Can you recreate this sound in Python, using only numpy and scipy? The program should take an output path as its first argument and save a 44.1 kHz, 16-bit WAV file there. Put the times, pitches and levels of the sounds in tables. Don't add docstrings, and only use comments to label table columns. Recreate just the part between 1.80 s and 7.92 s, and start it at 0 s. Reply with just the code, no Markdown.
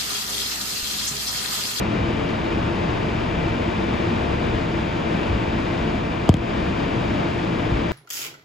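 import sys
import numpy as np
from scipy import signal
from scipy.fft import rfft, irfft, next_fast_len
from scipy.io import wavfile
from scipy.ndimage import minimum_filter1d

SR = 44100
rng = np.random.default_rng(int(sys.argv[2]) if len(sys.argv) > 2 else 0)


def output_pcm(signal):
    pcm = np.clip(np.atleast_2d(signal).T, -1, 1) * 32767
    wavfile.write(sys.argv[1], SR, np.round(pcm).astype(np.int16))


N = 269890

TURN_FROM_HZ, HALF_TURN_HZ = 7000, 1960


def from_db(db):
    return 10 ** (np.asarray(db) / 20)


def at_hz(rows, hz):
    f, *columns = np.transpose(rows)
    return [np.interp(np.log(hz), np.log(f), c) for c in columns]


def drift(rate_hz):
    step = 40
    r = np.exp(-2 * np.pi * step * rate_hz / SR)
    noise = rng.standard_normal(N // step + 4002)
    slow = signal.lfilter([1], [1, -2 * r, r * r], noise)[4000:]
    return np.interp(np.arange(N) / step, np.arange(len(slow)), slow / slow.std())


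def roar(surge_db, flutter_db):
    # f/Hz, level/dB per Hz
    roar_spectrum = [(22, -71), (43, -58.5), (60, -50), (300, -52), (400, -54), (680, -58.5), (790, -59.5),
                     (1050, -59.5), (1300, -63.5), (2500, -65), (3700, -72), (4200, -78.5), (4900, -79.5),
                     (7500, -93.5), (11200, -103), (12200, -112), (15000, -119)]
    # f/Hz, width/Hz, level above the roar/dB
    body_modes = [(69.3, 3.3, 8), (112, 21.4, 5.5), (168, 12, 1.5), (194, 13.5, 4), (224.5, 6.8, 7.5),
                  (279.6, 3.8, 7), (297, 9.3, 2), (333.7, 28, 8), (346, 6.3, 3.5), (454.3, 25, 6),
                  (494, 6.6, 3), (562, 10, 1.5), (614.5, 36, 6.5), (682, 26, 6), (707, 10, 4.5)]
    # f/Hz, left over right level/dB, coherence/0-1, right port's phase lead/rad
    port_pair = [(40, 2.6, .96, .15), (90, 2.5, .95, .12), (170, 0, .93, .1), (330, 4, .86, .3),
                 (440, 5.5, .35, 1), (600, 2.5, .42, 2.4), (900, 0, .3, 2.4), (1400, 1, .25, 1.5),
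                 (1700, 4, .35, -.4), (2300, 7.5, .86, -.9), (2800, 5.5, .88, -.75), (3600, 6, .9, -.5),
                 (4300, 4.5, .72, -.3), (5700, 6, .45, 0), (7000, 0, .98, 0)]
    lull_s, lull_db, lull_length_s = 4.29, -1.5, 0.18

    size = next_fast_len(N)
    hz = np.maximum(np.fft.rfftfreq(size, 1 / SR), 1)
    gain = from_db(at_hz(roar_spectrum, hz)[0]) * np.sqrt(SR / 2)
    for mode_hz, width_hz, peak_db in body_modes:
        gain = gain * from_db(peak_db / (1 + (2 * (hz - mode_hz) / width_hz) ** 2))

    balance_db, coherence, lead = at_hz(port_pair, hz)
    turn = np.pi * np.maximum(hz - TURN_FROM_HZ, 0) / HALF_TURN_HZ
    lead = lead + turn - np.sin(2 * turn) / 2
    shared, own = rfft(rng.standard_normal((2, size)))
    right = coherence * np.exp(1j * lead) * shared + np.sqrt(1 - coherence ** 2) * own
    right = from_db(-balance_db) * right
    noise = irfft(gain * np.array([shared, right]), size)[:, :N]

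    t = np.arange(N) / SR
    level_db = lull_db * np.exp(-((t - lull_s) / lull_length_s) ** 2)
    level_db = level_db + surge_db * drift(2.1)
    level_db = level_db + flutter_db * drift(25)
    return from_db(level_db) * noise


def tones(rows, waver_db, waver_rad):
    right_lead_rad = -.2
    t, out = np.arange(N) / SR, np.zeros((2, N))
    for hz, left_db, right_db in rows:
        phase = 2 * np.pi * (hz * t + rng.random()) + waver_rad * drift(2.1)
        level = np.sqrt(2) * from_db(waver_db * drift(1.7))
        sines = np.sin([phase, phase + right_lead_rad])
        out += level * from_db([[left_db], [right_db]]) * sines
    return out


def thumps():
    # t/s, peak level at the left port/dB, f/Hz, length/s
    floor_thumps = [(0.225, -22, 65, 0.027), (2.751, -22, 55, 0.017), (3.511, -14.5, 88.5, 0.013),
                    (3.544, -16.5, 62.7, 0.022), (4.033, -21, 59, 0.027), (4.607, -14, 90, 0.0082),
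                    (5.924, -11, 100, 0.0048), (5.953, -17, 57, 0.031)]
    t, out = np.arange(N) / SR, np.zeros(N)
    for s, db, hz, length_s in floor_thumps:
        swell = np.exp(-((t - s) / length_s) ** 2)
        out += from_db(db) * swell * np.cos(2 * np.pi * hz * (t - s))
    return out * from_db([[0], [-1.5]])


def pane_wave(start_s, turns, fade_s, rise_s, frame_hz, frame_db, frame_t60, node_hz):
    t = np.arange(round(.15 * SR)) / SR
    sweep = np.exp(-(t / fade_s) ** 2) * np.cos(2 * np.pi * turns * np.log(1 + t / start_s))
    frame = from_db(frame_db - 60 * t / frame_t60) * np.cos(2 * np.pi * frame_hz * t)
    wave = (1 - np.exp(-t / rise_s)) ** 2 * (sweep + frame)
    return signal.lfilter(*signal.iirnotch(node_hz, 9, fs=SR), wave)


def knocks():
    # t/s, level/dB
    pane_knocks = [(4.4907, 8), (4.5399, -4.5), (4.5690, -11)]
    # t/s, level/dB, pitch factor, ring length factor,
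    # added brightness/dB over the octave above bright_from_hz, added weight below heavy_below_hz/dB
    pane_contacts = [(4.4913, -15, 1, 1, 3, 17.5), (4.4919, -6.5, .99, 1.3, 4, -6),
                     (4.4955, -19, 1.05, .8, -1, 0), (4.4984, -5, 1.12, .9, -9, -14),
                     (4.5412, -5, 1.07, .75, -1.5, -6), (4.5414, -24, .86, 1.3, 0, 19),
                     (4.5525, -29, 1, .8, 0, 0), (4.5690, -23, 1, .8, 0, 0), (5.9080, -38, 1.2, 1, 8, 0)]
    # f/Hz, left level/dB, right level/dB, t60/s
    tick_modes = [(680, -4, -13, .018), (1050, -12, -21, .007), (2000, -6, -13, .005),
                  (3100, -4, -11, .0055), (4800, -11, -20, .005), (5800, -15, -23, .003),
                  (7100, -11, -11, .0035), (8200, -14, -13, .003), (10000, -23, -23, .002),
                  (11500, -19, -17, .002), (13400, -23, -22, .002)]
    bright_from_hz, heavy_below_hz = 3000, 1500

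    wave = pane_wave(start_s=.0015, turns=1.55, fade_s=.015, rise_s=.003,
                     frame_hz=96, frame_db=-13, frame_t60=.2, node_hz=500)
    duller = from_db(-.5) * signal.lfilter([.14], [1, -.86], wave)
    wave = np.array([wave, duller])
    out = np.zeros((2, N))
    for s, wave_db in pane_knocks:
        i = round(s * SR)
        out[:, i:i + wave.shape[1]] += from_db(wave_db) * wave

    t = np.arange(round(.012 * SR)) / SR
    touch = 1 - np.exp(-t / .00012)
    grit = rng.standard_normal((len(pane_contacts), len(tick_modes), 2))
    for contact, chance in zip(pane_contacts, grit):
        s, contact_db, pitch, length, bright_db, weight_db = contact
        i = round(s * SR)
        for k, (mode, (spread, phase)) in enumerate(zip(tick_modes, chance)):
            hz, left_db, right_db, t60 = mode
            treble_db = bright_db * np.clip(np.log2(hz / bright_from_hz), 0, 1)
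            level_db = contact_db + treble_db + weight_db * (hz < heavy_below_hz)
            level_db = level_db + 1.5 * spread - 60 * t / (t60 * length)
            turn = np.pi * max(hz * pitch - TURN_FROM_HZ, 0) / HALF_TURN_HZ
            turn = turn * np.array([[0], [1]])
            sine = np.sin(2 * np.pi * hz * pitch * t + .5 * phase + turn)
            ringing = (-1) ** (k + 1) * from_db(level_db) * sine
            out[:, i:i + len(t)] += from_db([[left_db], [right_db]]) * touch * ringing
    return out


def let_go(db, db_per_s):
    ramp = db_per_s * np.arange(N) / SR
    return np.maximum.accumulate(db + ramp) - ramp


def scene():
    motor_hz = 112.01
    # multiple, left level/dB, right level/dB
    whine_orders = [(2, -41, -42), (21, -44.5, -52), (22, -52, -58), (24, -60, -64), (39, -66, -67),
                    (41, -65, -77), (42, -64, -66), (43, -66, -73), (44, -68, -71), (45, -69, -75),
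                    (46, -73, -77), (59, -79, -80), (60, -79, -78), (61, -70, -70)]
    # f/Hz, left level/dB, right level/dB
    machine_tones = [(35, -40, -42), (166.9, -42, -37), (332.4, -46, -44), (866.7, -58, -52),
                     (901.3, -49.5, -44.5), (2430.6, -53, -64), (2702, -58, -63), (4502, -70, -77),
                     (4771, -68, -74), (4861.5, -69, -75), (4952, -69, -74), (5132, -73, -77),
                     (6308, -76, -80)]
    whine = [(k * motor_hz, *levels) for k, *levels in whine_orders]
    out = roar(surge_db=.3, flutter_db=0.45)
    out = out + tones(whine, waver_db=1.3, waver_rad=.2)
    out = out + tones(machine_tones, waver_db=1.5, waver_rad=0.5)
    return out + thumps() + knocks()


def record(dry):
    limit_db, attack_s, cutoff_hz = -.2, .0005, 16400
    hold_s, held_share, release_db_s = .108, .72, 50
    quick_release_db_s = 120

    peak_db = 20 * np.log10(np.abs(dry).max(axis=0) + 1e-9)
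    over_db = np.maximum(peak_db - limit_db, 0)
    hold = 2 * round(hold_s * SR / 2) + 1
    held_db = -minimum_filter1d(-over_db, size=hold, origin=hold // 2)
    slow_db = let_go(held_share * held_db, release_db_s)
    quick_db = let_go(over_db, quick_release_db_s)
    r = np.exp(-1 / (attack_s * SR))
    duck_db = signal.lfilter([1 - r], [1, -r], np.maximum(slow_db, quick_db))
    out = dry * from_db(-duck_db)
    rounded = 1.15 * np.tanh(out / 1.15)
    return signal.sosfilt(signal.cheby2(24, 70, cutoff_hz, fs=SR, output="sos"), rounded)


dry = scene()
out = record(dry)
output_pcm(out)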